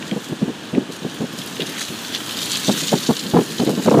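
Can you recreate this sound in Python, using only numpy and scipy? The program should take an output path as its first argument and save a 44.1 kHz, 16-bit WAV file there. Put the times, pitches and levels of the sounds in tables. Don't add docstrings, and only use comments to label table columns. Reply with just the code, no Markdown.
import sys
import numpy as np
from scipy import signal
from scipy.fft import rfft, irfft, next_fast_len
from scipy.io import wavfile
from scipy.ndimage import uniform_filter1d, minimum_filter1d, map_coordinates

SR = 44100
rng = np.random.default_rng(int(sys.argv[2]) if len(sys.argv) > 2 else 0)


def inscribe(sig):
    pcm = np.round(np.clip(np.atleast_2d(sig).T, -1, 1) * 32767)
    wavfile.write(sys.argv[1], SR, pcm.astype(np.int16))


N = 176400

# freq_hz, gain_db
LEAF_SPECTRUM = [(300, -43), (900, -11), (1700, -4.5), (2300, -8), (3100, 1), (4100, 0.85), (5300, -6),
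                 (6600, -2.5), (8000, -8), (12000, -11.5), (15500, -14)]
SPLIT_HZ = 5300
TOP_HZ = 15400


def amp(db):
    return 10 ** (np.asarray(db) / 20)


def unit(x):
    return x / np.sqrt(np.mean(x ** 2) + 1e-20)


def evened(x, span_s):
    power = uniform_filter1d(x ** 2, int(span_s * SR))
    return x / np.sqrt(np.abs(power) + 1e-6)


def clock():
    return np.arange(N) / SR


def curve(rows):
    return np.interp(clock(), *np.transpose(rows))


def wobble(knots_per_s):
    return map_coordinates(rng.standard_normal(4096), [clock() * knots_per_s], mode="wrap")


def filtered(x, response):
    size = next_fast_len(len(x) + 8192)
    hz = np.fft.rfftfreq(size, 1 / SR)
    return irfft(rfft(x, size) * response(hz), size)[:len(x)]


def coloured(x, spectrum):
    freq_hz, gain_db = np.transpose(spectrum)
    return unit(filtered(x, lambda hz: amp(np.interp(np.log(hz + 1), np.log(freq_hz), gain_db))))


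def noise(spectrum):
    return coloured(rng.standard_normal(N), spectrum)


def band(x, centre_hz, width_oct):
    return unit(filtered(x, lambda hz: np.exp(-.5 * (np.log2((hz + 1) / centre_hz) / width_oct) ** 2)))


def trees():
    # freq_hz, gain_db
    spectrum = [(25, -72), (60, -16.5), (120, -2.5), (270, 4.5), (400, -4), (700, -7), (1000, -6.5),
                (1350, -8), (1680, -5.5), (2100, -13.5), (3100, -7), (4000, -12), (5000, -18),
                (6600, -18.5), (9000, -23.5), (12000, -37), (15500, -40)]
    # time_s, level_db
    levels = [(0, -33.5), (.6, -35), (1.3, -33.5), (2.5, -33), (4, -36)]
    return amp(curve(levels) + .41 * wobble(7)) * noise(spectrum)


def crackles(contacts_per_s=5200, low_hz=1035, spread_db=4, range_db=13, ring_cycles=3.2):
    when, pitch, strength = rng.random((int(contacts_per_s * N / SR), 3)).T
    offsets = np.arange(128)
    pitch_hz = (low_hz + (TOP_HZ - low_hz) * pitch)[:, None]
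    gain = amp(np.minimum(-spread_db * np.log(strength), range_db))[:, None]
    cycles = pitch_hz * offsets / SR
    grains = gain * np.sqrt(pitch_hz) * np.sin(2 * np.pi * cycles) * np.exp(-2 * cycles / ring_cycles)
    samples = (when * N).astype(int)[:, None] + offsets
    contacts = np.bincount(samples.ravel(), grains.ravel(), N)[:N]
    return coloured(unit(contacts), LEAF_SPECTRUM)


def scrape_gain(landings_per_s=110, decay_s=.004, bed=.45):
    when, size = rng.random((int(landings_per_s * N / SR), 2)).T
    landings = np.bincount((when * N).astype(int), size ** 2, N)
    pole = np.exp(-1 / (decay_s * SR))
    skid_power = signal.lfilter([2], [1, -pole], landings)
    return unit(np.sqrt(bed ** 2 + skid_power))


def patchy(x, depth_db=1.2):
    spectra = signal.stft(x, nperseg=256)[2]
    patches = uniform_filter1d(rng.standard_normal(spectra.shape), size=6, axis=0)
    patches = unit(uniform_filter1d(patches, size=12, axis=1))
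    return unit(signal.istft(spectra * amp(depth_db * patches), nperseg=256)[1][:N])


def rustle(flurry_db=1.1, crackle_db=-2.5, hiss_db=-4.5):
    # time_s, level_db
    swell = [(0, -45), (.09, -42.5), (.25, -41), (.45, -45.5), (.88, -47.5), (1.1, -41), (1.3, -42),
             (1.5, -35.5), (1.72, -34), (1.93, -32), (2.08, -32.5), (2.25, -31), (2.44, -27.5),
             (2.8, -26.5), (3.05, -28.5), (3.35, -34), (3.52, -30.5), (4, -35)]
    grains = crackles()
    big = filtered(grains, lambda hz: 1 / (1 + (hz / SPLIT_HZ) ** 6))
    small = grains - big
    flurries = sum(amp(flurry_db * wobble(60)) * leaves for leaves in (big, small))
    far = amp(hiss_db) * noise(LEAF_SPECTRUM)
    near = amp(crackle_db) * scrape_gain() * patchy(flurries)
    return amp(curve(swell)) * (near + far)


def crunches():
    # peak_s, rise_s, decay_s, level_db, centre_hz
    clumps = [(.08, 0.02, 0.0085, -37, 5900), (0.241, 0.0055, 0.017, -35, 5970),
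              (.924, 0.0073, 0.02, -34, 8000), (0.964, 0.0035, 0.0062, -36.5, 7000),
              (1.39, 0.012, 0.015, -31, 7040), (1.419, 0.005, 0.011, -38, 3160),
              (1.603, 0.0015, 0.014, -21.5, 2740), (1.621, .004, 0.0027, -25, 3140),
              (1.67, 0.0093, 0.012, -31.5, 6260), (1.787, 0.076, 0.028, -32, 1900),
              (1.817, 0.021, 0.035, -25, 5840), (2.152, 0.026, 0.014, -25, 3220),
              (2.324, 0.0026, 0.0043, -22.5, 3770), (2.388, 0.0061, .012, -24, 3500),
              (2.42, 0.0071, 0.044, -25, 6500), (2.518, 0.0081, 0.016, -21.5, 6000),
              (2.56, 0.019, 0.013, -24, 2780), (2.684, 0.031, 0.011, -20, 5300),
              (2.722, .008, 0.014, -22, 4500), (2.776, 0.004, 0.018, -23, 5500),
              (2.812, 0.011, 0.011, -23.5, 5500), (2.884, 0.0065, 0.017, -19.5, 4120),
              (2.983, .006, 0.0044, -23, 4000), (3.035, 0.0064, 0.0085, -23.5, 4470),
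              (3.068, 0.006, 0.015, -22.5, 4300), (3.169, 0.003, 0.006, -27, 4020),
              (3.195, 0.0031, 0.0042, -20.5, 4500), (3.585, 0.0024, .004, -25, 3650),
              (3.84, 0.014, 0.025, -31, 7040)]
    t, out = clock(), np.zeros(N)
    grains = scrape_gain() * crackles()
    for peak_s, rise_s, decay_s, level_db, centre_hz in clumps:
        envelope = np.exp(-np.where(t < peak_s, (peak_s - t) / rise_s, (t - peak_s) / decay_s))
        width_oct = .85 * (centre_hz / SPLIT_HZ) ** .55
        out += amp(level_db) * envelope * evened(band(grains, centre_hz, width_oct), span_s=.012)
    return out


def leaf_snaps(decay_s=.0019, width_oct=.8, size=2048):
    # start_s, peak_db, pitch_hz
    snaps = [(0.026, -17.5, 2180), (.113, -16.5, 2560), (0.75, -20, 2340), (1.388, -19, 3600),
             (1.417, -20, 3100), (1.462, -21, 9700), (1.567, -21, 2930), (1.604, -16, 3120),
             (1.7953, -16, 5750), (1.814, -13.5, 1900), (1.8143, -21, 4500), (2.142, -15, 3500),
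             (2.149, -7, 3350), (2.159, -13, 3200), (2.459, -14, 8500), (2.519, -12, 6200),
             (2.556, -8, 4520), (2.81, -22, 5000), (2.882, -16, 3570), (3.168, -12.5, 4070),
             (3.585, -16, 3500), (3.666, -20, 3940), (3.907, -14.5, 5700)]
    t, out = np.arange(size) / SR, np.zeros(N + size)
    crack = 5 * (t == 0)
    for start_s, peak_db, pitch_hz in snaps:
        edges_hz = pitch_hz * 2 ** (width_oct * np.array([-.5, .5]))
        strike = crack + np.exp(-t / decay_s) * rng.standard_normal(size)
        ring = signal.lfilter(*signal.butter(2, edges_hz, "band", fs=SR), strike)
        out[round(start_s * SR):][:size] += amp(peak_db) * ring / np.abs(ring).max()
    return out[:N]


def wall_scatter(x, gain_db=-9, decay_s=.0063, size=2048, count=41):
    out, place = np.zeros(N), np.linspace(0, count - 1, N)
    tails = rng.standard_normal((count, size)) * np.exp(-np.arange(size) / SR / decay_s)
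    for k, tail in enumerate(tails):
        active = np.flatnonzero(np.abs(place - k) < 1)
        fade = np.sqrt(1 - np.abs(place[active] - k))
        echo = signal.fftconvolve(x[active] * fade, tail / np.linalg.norm(tail))[:N - active[0]]
        out[active[0]:][:len(echo)] += echo
    return amp(gain_db) * out


def buffets(attack_s=.0043, release_s=.01, hard_eddy_db=-11, hard_flutter_db=-14):
    # start_s, length_s, level_db
    eddies = [(0.12, 0.016, -19), (0.164, 0.0071, -18), (0.297, 0.013, -27), (.321, 0.009, -20.5),
              (0.417, 0.018, -21.5), (0.436, 0.025, -28), (0.479, 0.022, -21.5), (0.733, 0.054, -20.5),
              (0.777, 0.0087, -16.5), (0.811, 0.014, -26), (0.888, 0.016, -28.5), (1.022, 0.013, -29.5),
              (1.05, 0.018, -23), (1.205, 0.04, -21), (1.332, 0.019, -33.5), (1.383, 0.014, -28),
              (1.61, 0.023, -25), (1.686, 0.02, -31.5), (1.9, 0.048, -29.5), (2.685, 0.022, -14),
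              (2.709, 0.03, -24.5), (2.76, 0.024, -30), (2.824, 0.018, -27), (2.925, 0.017, -13.5),
              (2.945, 0.026, -22.5), (3.091, 0.022, -14), (3.251, 0.016, -27), (3.34, 0.045, -11.5),
              (3.393, 0.027, -18), (3.597, 0.039, -16.5), (3.669, 0.035, -16), (3.707, 0.039, -22.5),
              (3.778, 0.02, -19), (3.858, 0.019, -19), (3.873, 0.02, -13.5), (3.913, 0.016, -13),
              (3.942, 0.024, -12.5), (3.972, .036, -8.5)]
    # time_s, level_db
    draught = [(0, -39), (.65, -41), (1.5, -41.5), (2.5, -39), (3.2, -36.5), (3.48, -34), (3.8, -30),
               (4, -29)]
    # freq_hz, gain_db
    thump_spectrum = [(25, -107), (55, -72.5), (95, -21), (150, -0.5), (220, 3), (330, -1.4), (480, -7.5),
                      (750, -24.5), (1200, -42), (2500, -73), (8000, -100)]
    # freq_hz, gain_db
    flutter_spectrum = [(100, -34), (300, 0), (480, 3), (750, -2), (1000, -9), (1400, -16), (2000, -26.5),
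                        (4000, -36), (12000, -70)]
    t = clock()
    power = amp(curve(draught) + 2.5 * wobble(14)) ** 2
    for start_s, length_s, level_db in eddies:
        rise = np.exp(-(np.minimum(t - start_s, 0) / attack_s) ** 2)
        fall = np.exp(-np.maximum(t - start_s - length_s, 0) / release_s)
        power += (amp(level_db) * rise * fall) ** 2
    force = np.sqrt(power)
    flutter_gain = amp(hard_flutter_db + 4.7 * wobble(170)) * (force / amp(hard_eddy_db)) ** 2.09
    thump = force * evened(noise(thump_spectrum), span_s=.017)
    flutter = flutter_gain * evened(noise(flutter_spectrum), span_s=.017)
    return thump + flutter


def jolts():
    # centre_s, level_db, pitch_hz
    vortices = [(0.3286, -15, 413), (0.431, -8.5, 207), (0.483, -18, 262), (0.7742, -10.5, 353),
                (0.782, -2, 272), (1.052, -22, 330), (1.599, -13, 422), (2.692, -6.5, 337),
                (2.9305, -6, 634), (2.935, -14.5, 350), (2.946, -25, 180), (3.099, -8.5, 265),
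                (3.6, -11, 316), (3.881, -5, 446), (3.994, -5, 1140)]
    t, out = clock(), np.zeros(N)
    for centre_s, level_db, pitch_hz in vortices:
        cycles = pitch_hz * (t - centre_s)
        out += amp(level_db) * np.sin(2 * np.pi * cycles) * np.exp(-cycles ** 2)
    return out


def scene():
    leaves = rustle() + crunches() + leaf_snaps()
    return (leaves + wall_scatter(leaves) + trees() + buffets() + jolts())[None]


def record(dry):
    ceiling, hold_s, low_cut_hz = .71, .001, 67
    span = int(hold_s * SR)
    needed_gain = np.minimum(1, ceiling / (np.abs(dry[0]) + 1e-9))
    held_gain = minimum_filter1d(needed_gain, 2 * span + 1)
    limited = dry[0] * uniform_filter1d(held_gain, span)
    thinned = signal.lfilter(*signal.butter(2, low_cut_hz, "high", fs=SR), limited)
    return filtered(thinned, lambda hz: hz < TOP_HZ)[None]


dry = scene()
out = record(dry)
inscribe(out)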